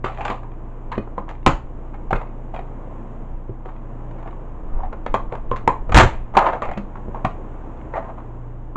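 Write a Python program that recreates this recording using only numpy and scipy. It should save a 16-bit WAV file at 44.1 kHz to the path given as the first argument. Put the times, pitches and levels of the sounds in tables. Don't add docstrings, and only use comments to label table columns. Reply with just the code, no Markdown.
import sys
import numpy as np
from scipy import signal
from scipy.fft import rfft, irfft
from scipy.io import wavfile
from scipy.ndimage import uniform_filter1d

SR = 44100
rng = np.random.default_rng(int(sys.argv[2]) if len(sys.argv) > 2 else 0)


def makeup_ratio(level_db):
    decades = np.asarray(level_db, float) / 20
    return 10 ** decades


def dump_mix(stems):
    frames = np.atleast_2d(stems).T
    limited = np.clip(frames, -1, 1)
    pcm = np.round(limited * 32767).astype(np.int16)
    wavfile.write(sys.argv[1], SR, pcm)


N = 386316
TIME = np.arange(N) / SR


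def noise(count=N + SR):
    return rng.standard_normal(count)


def colour(x, points):
    hz, db = np.transpose(points)
    size = 8192
    grid = np.maximum(np.fft.rfftfreq(size, 1 / SR), 1)
    ceps = irfft(np.interp(np.log(grid), np.log(hz), db) * np.log(10) / 20)
    ceps[1:size // 2] *= 2
    ceps[size // 2 + 1:] = 0
    impulse = irfft(np.exp(rfft(ceps)))
    return signal.fftconvolve(x, impulse)[:len(x)]


def band(x, lo_hz, hi_hz):
    y = signal.sosfilt(signal.butter(2, [lo_hz, hi_hz], "band", fs=SR, output="sos"), x)
    return y / np.sqrt(np.mean(y ** 2))


def walk(rate_hz):
    k = int(SR / rate_hz)
    held = np.repeat(noise(N // k + 1), k)
    return uniform_filter1d(uniform_filter1d(held, k), k)[:N]


def fade(t, t60_s):
    return np.exp(-np.log(1000) * t / max(t60_s, .003))


def onset(t, rise_s):
    return 1 - np.exp(-t / rise_s)


def modes(hz, db, t, phase=0):
    return makeup_ratio(db) @ np.sin(2 * np.pi * np.outer(hz, t) + phase)


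def swell(s, db, rise_s, fall_s):
    corners_s = [s - 3 * max(rise_s, .002), s, s + 3 * max(fall_s, .002)]
    return makeup_ratio(np.interp(TIME, corners_s, [db - 90, db, db - 90]))


def add_at(out, s, sound):
    i = int(s * SR)
    out[i:i + len(sound)] += sound


# start_s, level_db, pitch_hz, crack_db (against the peak), t60_s
SNAPS = [(0.319, -14.5, 1055, -31, 0.032), (1.18, -9, 1020, -33, 0.021), (1.474, -11, 733, -8, 0.039),
         (2.107, -10.5, 784, -28, 0.057), (2.539, -22.5, 525, -37, 0.076), (3.493, -22, 353, -49, 0.021),
         (4.111, -29.5, 930, -24, 0.034), (4.793, -23, 696, -41, 0.019), (4.805, -15, 957, -52, 0.018),
         (5.514, -15, 1010, -31.5, 0.087), (6.419, -20, 863, -36, 0.035), (7.937, -23, 947, -40, 0.087),
         (8.174, -34, 625, -44.5, 0.028)]
CRACKS = [(0.207, -20, 834, -28, 0.12), (1.31, -18, 837, -28.5, 0.015), (4.227, -33, 810, -20, 0.033),
          (4.259, -18, 716, -44, 0.015), (4.328, -29.5, 1045, -30, 0.04), (4.833, -21, 764, -54, 0.083),
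          (5.561, -31, 1100, -7.5, 0.094), (5.964, -4, 941, -4.5, 0.14), (5.974, 10, 831, -14, 0.024),
          (5.985, 0.5, 731, -8, 0.028), (5.997, 3, 739, -14.5, 0.066), (6.653, -13, 735, -31, 0.048),
          (7.977, -15, 658, -49.5, 0.059)]
KNOCKS = [(0.057, -20.5, 1177, -24, 0.17), (0.182, -26.5, 764, -27, 0.37), (0.25, -19, 800, -14, 0.1),
          (0.301, -21, 974, -13, 0.047), (0.917, -19.5, 996, -24, 0.12), (1.463, 2.5, 880, -14.5, 0.047),
          (3.689, -20, 893, -43, 0.019), (5.352, -18.5, 775, -25, 0.03), (5.676, 2, 848, -24.5, 0.023),
          (6.009, -7, 1106, -9.5, 0.045), (6.031, -8, 473, -12.5, 0.045), (6.339, -23, 806, -30, 0.1),
          (6.351, -16, 1230, -27, 0.088), (6.368, -2.5, 1024, -21, 0.061), (6.389, -5.5, 975, -18.5, 0.028),
          (6.464, -9, 920, -34, 0.06), (6.474, -12, 762, -35, 0.057), (6.529, -21, 576, -28, 0.2),
          (6.688, -15, 650, -62, 0.054), (6.713, -20, 700, -25, 0.079), (6.955, -32, 1000, -32.5, 0.15),
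          (7.084, -33.5, 299, -51.5, 0.041), (7.146, -24, 705, -37, 0.055), (8.049, -27, 746, -42, 0.066)]
CLATTER = [(0.042, -17, 973, -19.5, 0.064), (0.28, -19, 1140, -25, 0.078), (0.431, -33, 945, -26, 0.067),
           (0.979, -11.5, 435, -29, 0.023), (1.282, -26, 895, -37, 0.02), (1.29, -33, 766, -10.5, 0.095),
           (1.939, -30.5, 770, -31, 0.082), (2.129, -2, 923, -34.5, 0.019),
           (2.156, -20.5, 414, -19.5, 0.088), (2.216, -28, 856, -19, 0.023), (2.59, -22.5, 700, -29, 0.037),
           (3.657, -21, 310, -47.5, 0.027), (4.185, -31, 720, -35, 0.083), (4.928, -19.5, 840, -35, 0.036),
           (5.063, -6.5, 920, -24, 0.015), (5.141, -8.5, 795, -23, 0.073), (5.323, -15.5, 493, -36, 0.025),
           (5.893, -15.5, 418, -37, 0.042), (5.921, -9, 950, -19, 0.042), (5.945, 3, 1020, -12.5, 0.095),
           (6.62, -14, 955, -18.5, 0.041), (6.774, -23.5, 520, -15.5, 0.066),
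           (7.249, -11.5, 897, -15.5, 0.039), (8.757, -19.5, 915, -30.5, 0.13)]


def breaks():
    kinds = [(SNAPS, 0.15), (CRACKS, 0.32), (KNOCKS, 0.41), (CLATTER, 0.5)]
    events = sorted(tuple(row) + (spread,) for rows, spread in kinds for row in rows)
    shell_fall_db = 16
    out, t = np.zeros(N + SR), np.arange(SR // 6) / SR
    hiss = noise()
    crack_low, crack_top = band(hiss, 1500, 4600), band(hiss, 4500, 8000)
    body_noise = band(noise(), 280, 2000)
    rattle = makeup_ratio(3 * np.tanh(band(noise(), 40, 200)))
    grit = band(noise(), 1300, 4300) * rattle ** 2
    place = np.linspace(-1, 1, 13)
    lucks = rng.standard_normal((len(events), 3, 13))
    for (s, db, hz, crack_db, t60_s, spread), luck in zip(events, lucks):
        now = slice(int(s * SR), int(s * SR) + len(t))
        spread = np.clip(2.2 * spread ** 2 + max(db + 2, 0) / 20, .05, .9)
        pitch_hz = hz * np.exp(spread * (place + 0.063 * luck[0] * (place != 0)))
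        mode_db = 3.3 * luck[1] - shell_fall_db * np.abs(place)
        ring = 0.42 * modes(pitch_hz, mode_db, t * (1 + 0.53 * t), 2 * luck[2, :, None])
        body = (0.064 + 0.64 * spread) * body_noise[now]
        ring = (ring + body) * rattle[now] * fade(t, t60_s) * onset(t, 0.0011)
        flaps = modes(2500 * np.exp(0.24 * luck[2]), luck[1], t, 2 * luck[0, :, None])
        flaps *= fade(t, 0.015) * onset(t, 0.00073)
        split = 0.2 * crack_low[now] + makeup_ratio(0.16 * db - 0.5) * crack_top[now]
        split *= 0.73 * (1.1 * fade(t, 0.004) + 0.22 * fade(t, t60_s))
        crack = (split + 0.76 * grit[now] * fade(t, 0.95 * t60_s)) * onset(t, 0.00052)
        out[now] += makeup_ratio(db) * (ring + makeup_ratio(crack_db + 13.5) * (crack + 0.49 * flaps))
    return out[:N]


# start_s, level_db, pitch_hz, t60_s
CHIPS = [(0.0417, -20.5, 1970, 0.037), (0.0464, -22.5, 2320, 0.049), (0.0614, -24, 1970, 0.043),
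         (0.0774, -29, 1970, 0.044), (0.1444, -47, 2010, 0.04), (0.174, -40, 2380, 0.04),
         (0.2117, -26, 2470, 0.04), (0.2487, -20, 2930, 0.04), (0.2545, -35, 2440, 0.037),
         (0.2784, -18.5, 2310, 0.045), (0.3003, -22, 2900, 0.04), (0.3074, -26, 2400, 0.04),
         (0.916, -29, 2750, 0.04), (0.9195, -26, 2420, 0.044), (0.9566, -36, 2950, 0.035),
         (0.979, -25, 2340, 0.046), (1.0094, -50, 2330, 0.04), (1.29, -51, 1900, 0.04),
         (1.29, -39, 1900, 0.034), (1.3114, -47, 1900, 0.04), (1.3513, -49, 2390, 0.037),
         (1.4626, -8, 2797, 0.025), (1.4837, -22, 2440, 0.036), (1.941, -40, 2000, 0.049),
         (2.1107, -26, 2680, 0.035), (2.1296, -20, 2350, 0.04), (2.1568, -24, 2240, 0.045),
         (2.2134, -36, 2010, 0.04), (2.271, -43, 2060, 0.054), (2.5443, -30, 1900, 0.033),
         (2.5628, -33, 2280, 0.045), (2.5774, -42, 2290, 0.036), (2.5905, -33, 2320, 0.043),
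         (2.6723, -46, 1930, 0.04), (3.654, -49, 2290, 0.04), (3.691, -42, 1900, 0.04),
         (4.1075, -44, 2060, 0.05), (4.1584, -54, 1980, 0.04), (4.1839, -45, 1950, 0.044),
         (4.2044, -47, 2060, 0.04), (4.2602, -47, 2010, 0.04), (4.2747, -37, 2040, 0.032)]
LATE_CHIPS = [(4.8534, -46, 1600, 0.04), (4.9265, -31.5, 1600, 0.046), (5.0627, -21, 1900, 0.04),
              (5.0774, -32, 1900, 0.04), (5.1554, -27, 1870, 0.044), (5.3226, -33.5, 1606, 0.025),
              (5.3528, -34.5, 1810, 0.033), (5.369, -48, 1600, 0.04), (5.5294, -35.5, 1680, 0.04),
              (5.5608, -36, 2300, 0.026), (5.5744, -44, 2390, 0.04), (5.689, -20, 1880, 0.032),
              (5.893, -36, 1875, 0.04), (5.9199, -15, 1624, 0.046), (6.37, -10, 2750, 0.038),
              (6.3858, -11, 1700, 0.04), (6.4017, -20, 1720, 0.04), (6.4194, -34, 1620, 0.04),
              (6.4566, -20, 1770, 0.045), (6.4649, -13.5, 1780, 0.045), (6.485, -19, 1620, 0.053),
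              (6.5287, -24, 1620, 0.052), (6.6334, -28, 2030, 0.049), (6.687, -32, 1910, 0.04),
              (6.7116, -31, 1910, 0.04), (6.772, -29.5, 1720, 0.048), (6.7852, -39, 1730, 0.04),
              (6.9551, -44, 1590, 0.051), (6.9684, -42, 1610, 0.045), (7.1457, -44, 1600, 0.038),
              (7.1886, -47, 1600, 0.048), (7.2489, -19, 1870, 0.02), (7.264, -39, 2020, 0.035),
              (7.9374, -30.5, 1960, 0.03), (7.9543, -35, 1910, 0.017), (8.0247, -44, 1910, 0.04),
              (8.0423, -41, 1700, 0.031), (8.083, -50, 1810, 0.04), (8.1055, -53, 1780, 0.036),
              (8.1718, -51, 1790, 0.04), (8.2295, -50, 1710, 0.04)]


def chips():
    level_db, tilt_db, fall_db = -4.5, 5, 12.5
    out, t = np.zeros(N + SR), np.arange(SR // 8) / SR
    rows = list(CHIPS) + list(LATE_CHIPS)
    rattle = makeup_ratio(3 * np.tanh(band(noise(), 60, 300)))
    for (s, db, hz, t60_s), luck in zip(rows, rng.standard_normal((len(rows), 3, 16))):
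        now = slice(int(s * SR), int(s * SR) + len(t))
        pitch_hz = np.geomspace(1100, 4700, num=16) * np.exp(.04 * luck[0])
        mode_db = db + level_db + tilt_db * np.log2(pitch_hz / 1500) + 3.3 * luck[1]
        mode_db -= fall_db * np.abs(np.log2(pitch_hz / hz))
        ring = modes(pitch_hz, mode_db, t, 2 * luck[2, :, None]) * rattle[now]
        out[now] += ring * fade(t, t60_s) * onset(t, 0.0012)
    return out[:N]


# start_s,
# level_db, pitch_hz, t60_s
PANELS = [(.043, -25.5, 372, 0.058), (0.209, -22, 2496, 0.071), (0.433, -38, 980, 0.18),
          (.979, -23, 490, 0.019), (1.18, -29, 513, 0.054), (1.282, -30.5, 800, 0.013),
          (1.464, -8.5, 810, 0.038), (1.47, -14.5, 390, 0.039), (2.110, -21.5, 786, .04),
          (2.54, -26.5, 720, 0.024), (5.063, -26, 525, 0.027), (5.142, -18, 560, 0.046),
          (5.142, -17.5, 1075, 0.15), (5.142, -12, 3130, 0.013), (5.515, -19.5, 510, 0.042),
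          (5.515, -25, 1041, 0.16), (5.514, -19.5, 3070, 0.013), (5.677, -9.5, 1000, 0.14),
          (5.677, -19.5, 477, 0.033), (6.37, -5, 2720, 0.031), (6.369, -4.5, 918, 0.092),
          (6.625, -33, 2160, 0.3), (6.69, -33, 2110, 0.22), (7.083, -26.5, 400, 0.015),
          (7.146, -27.5, 865, .025), (7.158, -31, 1050, .05), (7.262, -25.5, 1055, 0.045),
          (7.31, -43, 2900, .12), (6.622, -21, 1142, 0.058), (6.374, -10, 798, 0.076),
          (6.635, -31, 2560, .15), (.312, -21.5, 1086, .04), (.93, -30, 1700, 0.071), (.92, -29, 4000, .06),
          (2.133, -20.5, 1484, 0.055), (7.94, -27, 1970, 0.13), (7.938, -29, 548, 0.06),
          (7.938, -34, 1375, 0.07), (8.757, -28, 300, 0.039)]


def panels():
    out, t = np.zeros(N + SR), np.arange(SR // 4) / SR
    stiffening = t * (1 + 0.29 * t)
    for s, db, hz, t60_s in PANELS:
        ring = modes(hz * np.array([.94, 1, 1.075]), db + np.array([-4, 0.5, -5]), stiffening)
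        add_at(out, s, ring * fade(t, t60_s))
    return out[:N]


# peak_s, level_db, rise_s, fall_s, brightness_db
CRUNCH = [(.044, -22.5, 0.011, 0.25, 4), (.315, -22.5, 0.21, 0.14, 2.5), (.925, -31.5, 0.013, 0.12, 6.5),
          (1.188, -23, 0.028, 0.052, -20.5), (1.295, -32.5, .012, 0.15, -0.5),
          (2.135, -27.5, 0.004, 0.1, -11), (2.21, -24.5, 0.042, 0.091, -25),
          (2.544, -25.5, 0.014, 0.14, -1.5), (3.656, -32.5, .012, 0.31, -3),
          (4.288, -30.5, 0.14, .026, -18.5), (4.85, -31, 0.45, 0.044, -17),
          (4.934, -24, 0.032, 0.014, -20.5), (5.327, -25, 0.051, 0.16, -9), (5.53, -24.5, .005, 0.16, -27),
          (5.99, -8.5, 0.1, 0.1, -11.5), (6.099, -26.5, 0.066, 0.2, 6.5), (6.374, -3, 0.017, 0.17, -31),
          (6.48, -14.5, 0.15, 0.16, -13), (6.624, -17.5, .008, 0.16, -7),
          (7.149, -23.5, 0.0075, 0.1, -16.5), (7.25, -9.5, 0.011, 0.03, -19.5),
          (7.97, -13.5, 0.053, 0.077, -29), (8.101, -27, 0.14, 0.038, -21.5),
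          (8.181, -27, 0.01, 0.1, -20.5)]


def crunch():
    slipping = rng.random(N) < 1200 / SR
    slip_db = 4.0 * np.minimum(rng.exponential(size=N), 2.4)
    slips = slipping * makeup_ratio(slip_db) * np.sign(noise(N))
    body = 0.96 * band(slips, 620, 1050) + 0.35 * band(slips, 900, 1250) + 0.61 * band(slips, 400, 2000)
    edge = band(slips, 1400, 2900) + 0.59 * band(slips, 1800, 4200) + .25 * band(slips, 3100, 9000)
    push, bright = np.zeros(N), np.zeros(N)
    for s, db, rise_s, fall_s, edge_db in CRUNCH:
        press = swell(s, db - 11.0, rise_s, fall_s)
        push += press
        bright += press * makeup_ratio(edge_db - 3.5)
    return push * body + bright * edge


# start_s, level_db, pitch_hz, t60_s
THUDS = [(0.041, -35, 109, 0.045), (0.301, -16, 320, 0.012), (0.977, -19.5, 209, 0.052),
         (1.18, -30.5, 193, 0.13), (1.462, -22.5, 80.8, 0.067), (1.464, -6, 206.5, 0.04),
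         (1.476, -1.5, 188, 0.013), (2.128, -12, 177, 0.031), (2.541, -34, 72.7, 0.07),
         (3.496, -27, 110, 0.082), (5.141, -39, 143, 0.05), (5.323, -27, 153, 0.067),
         (5.513, -32, 108.4, 0.077), (5.677, -26.5, 195, 0.031), (5.897, -21, 89.9, 0.07),
         (5.92, -21, 79, 0.079), (5.964, 7, 113.7, 0.034), (6.026, -8.5, 112.8, 0.077),
         (6.058, -11.5, 73.6, 0.082), (6.364, -20.5, 292, 0.043), (6.681, -27, 73, 0.061),
         (6.712, -34, 92.7, 0.032), (6.774, -22.5, 198, 0.14), (7.081, -25.5, 101.5, 0.033),
         (7.247, -14, 159, 0.037)]


def thuds():
    out, t = np.zeros(N + SR), np.arange(SR // 3) / SR
    for s, db, hz, t60_s in THUDS:
        add_at(out, s, modes(hz * np.array([1, 1.6]), np.array([db, db - 8.5]), t) * fade(t, t60_s))
    return out[:N]


# start_s, level_db, pitch_hz
TICKS = [(0.175, -30, 2430), (0.5184, -43, 2440), (0.9542, -33, 2900), (1.353, -43, 2410),
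         (1.4301, -44, 2750), (2.563, -30.5, 2490), (2.576, -35, 2350), (4.277, -38, 2140),
         (4.31, -42, 2920), (1.076, -38.5, 960), (3.765, -45, 2500), (6.736, -30, 2480), (7.32, -47, 2880),
         (7.3682, -51, 2560), (7.7742, -48, 3460), (7.8144, -39.5, 2170)]


def ticks():
    out, t = np.zeros(N + SR), np.arange(SR // 3) / SR
    for s, db, hz in TICKS:
        add_at(out, s, modes(hz * np.array([.8, 1, 1.3]), db + np.array([2, 6, 2]), t) * fade(t, 0.015))
    return out[:N]


def room():
    t = np.arange(SR // 2) / SR
    tail = band(noise(len(t)), 140, 21000) * fade(t, 0.24)
    tail += 0.42 * band(noise(len(t)), 64, 360) * fade(t, 0.13)
    tail *= np.clip((t - .004) / 0.0035, 0, 1)
    return makeup_ratio(-8) * tail / np.sqrt(np.sum(tail ** 2))


# frequency_hz, gain_db
MIC = [
    (20, 4.5),
    (1200, 0),
    (2500, -11.5),
    (4000, -19.5),
    (5200, -26.5),
    (7200, -12.5),
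    (8600, -30),
    (10000, -56.5),
    (20000, -56.5),
]


def microphone(sound):
    return colour(sound, MIC)


# start_s, level_db, pitch_hz, t60_s
SWINGS = [
    (1.468, -16.5, 39.6, 0.14),
    (1.533, -14.5, 35, 0.14),
    (2.133, -17, 40.4, 0.1),
    (3.344, -22, 27.6, 0.15),
    (5.9445, 5, 47.5, 0.2),
    (5.968, -7.5, 27.92, .15),
    (6.022, -15, 31.03, 0.38),
    (7.262, -23, 36, 0.08),
]


def swings():
    out, t = np.zeros(N + SR), np.arange(SR // 2) / SR
    for s, db, hz, t60_s in SWINGS:
        add_at(out, s, makeup_ratio(db) * np.sin(2 * np.pi * hz * t) * fade(t, t60_s))
    return out[:N]


# peak_s, level_db, rise_s, fall_s
WEIGHT = [(1.0, -30, 0.37, .15), (1.49, -26.5, 0.076, 0.19), (1.63, -30, .3, 0.28),
          (2.16, -9, 0.091, 0.046), (3.34, -31.5, 0.35, 0.13), (4.8, -17, 0.33, 0.24),
          (5.12, -25.5, 0.11, .9), (5.51, -26, 0.24, 0.48), (6.0, 4, 0.16, 0.068),
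          (6.15, -22.5, 0.37, 0.62), (6.69, -26.5, 0.18, 0.31), (7.95, -45, 1, 0.41), ]


def boards():
    standing_db, limit_db = -54, -23
    load = makeup_ratio(standing_db) + sum(swell(*row) for row in WEIGHT)
    return np.minimum(load, makeup_ratio(limit_db)) * band(noise(N), 4.9, 28)


# time_s, level_db
SHAFT = [(0.0, -32.5), (2.56, -30.5), (3.12, -33), (3.95, -31), (4.98, -30.5), (5.37, -33.5), (6.8, -34),
         (7.15, -30), (8.03, -35.5), (8.76, -31.5)]
# frequency_hz, level_db (rms)
HUM = [
    (26.9, -31),
    (59.2, -44),
    (118.4, -43),
    (145.3, -53),
    (231.5, -55),
    (317.6, -54),
]


def hum():
    shaft_db = np.interp(TIME, *np.transpose(SHAFT)) + 0.49 * walk(0.77)
    out = np.sqrt(2) * makeup_ratio(shaft_db) * np.sin(2 * np.pi * HUM[0][0] * TIME + 0.46 * walk(4.8))
    for hz, db in HUM[1:]:
        line = np.sin(2 * np.pi * hz * TIME + .5 * walk(0.67))
        out += np.sqrt(2) * makeup_ratio(db + 2.9 * walk(3.6)) * line
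    return out


# frequency_hz, density_db (per Hz)
AIR = [(32, -32.5), (55, -9), (76, -7.5), (129, -14), (186, -11.5), (330, -12), (391, -15.5), (495, -15.5),
       (612, -18), (1020, -20), (1410, -31), (2970, -46.5), (4750, -67.5), (7120, -55.5), (9000, -73),
       (11700, -111), (19800, -120)]


def fan_air():
    flow = colour(noise(), AIR)[SR:]
    flow /= np.std(signal.sosfilt(signal.butter(4, 130, "high", fs=SR, output="sos"), flow))
    return makeup_ratio(-41.5 + 2.5 * walk(2.363) + 0.26 * walk(17)) * flow


def scene():
    toy = breaks() + chips() + panels() + crunch() + thuds() + ticks()
    reflected = signal.fftconvolve(toy, room())[:N]
    behind = swings() + boards() + hum() + fan_air()
    return (microphone(toy + reflected) + behind)[None]


def top_cut(x):
    return signal.sosfilt(signal.butter(12, 16500, fs=SR, output="sos"), x)


def record(dry):
    limit, knee = .72, 12
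    clipped = dry / (1 + np.abs(dry / limit) ** knee) ** (1 / knee)
    mix = colour(clipped[0], [(8500, 0), (12000, -8)])[None]
    return top_cut(mix)


dry = scene()
out = record(dry)
dump_mix(out)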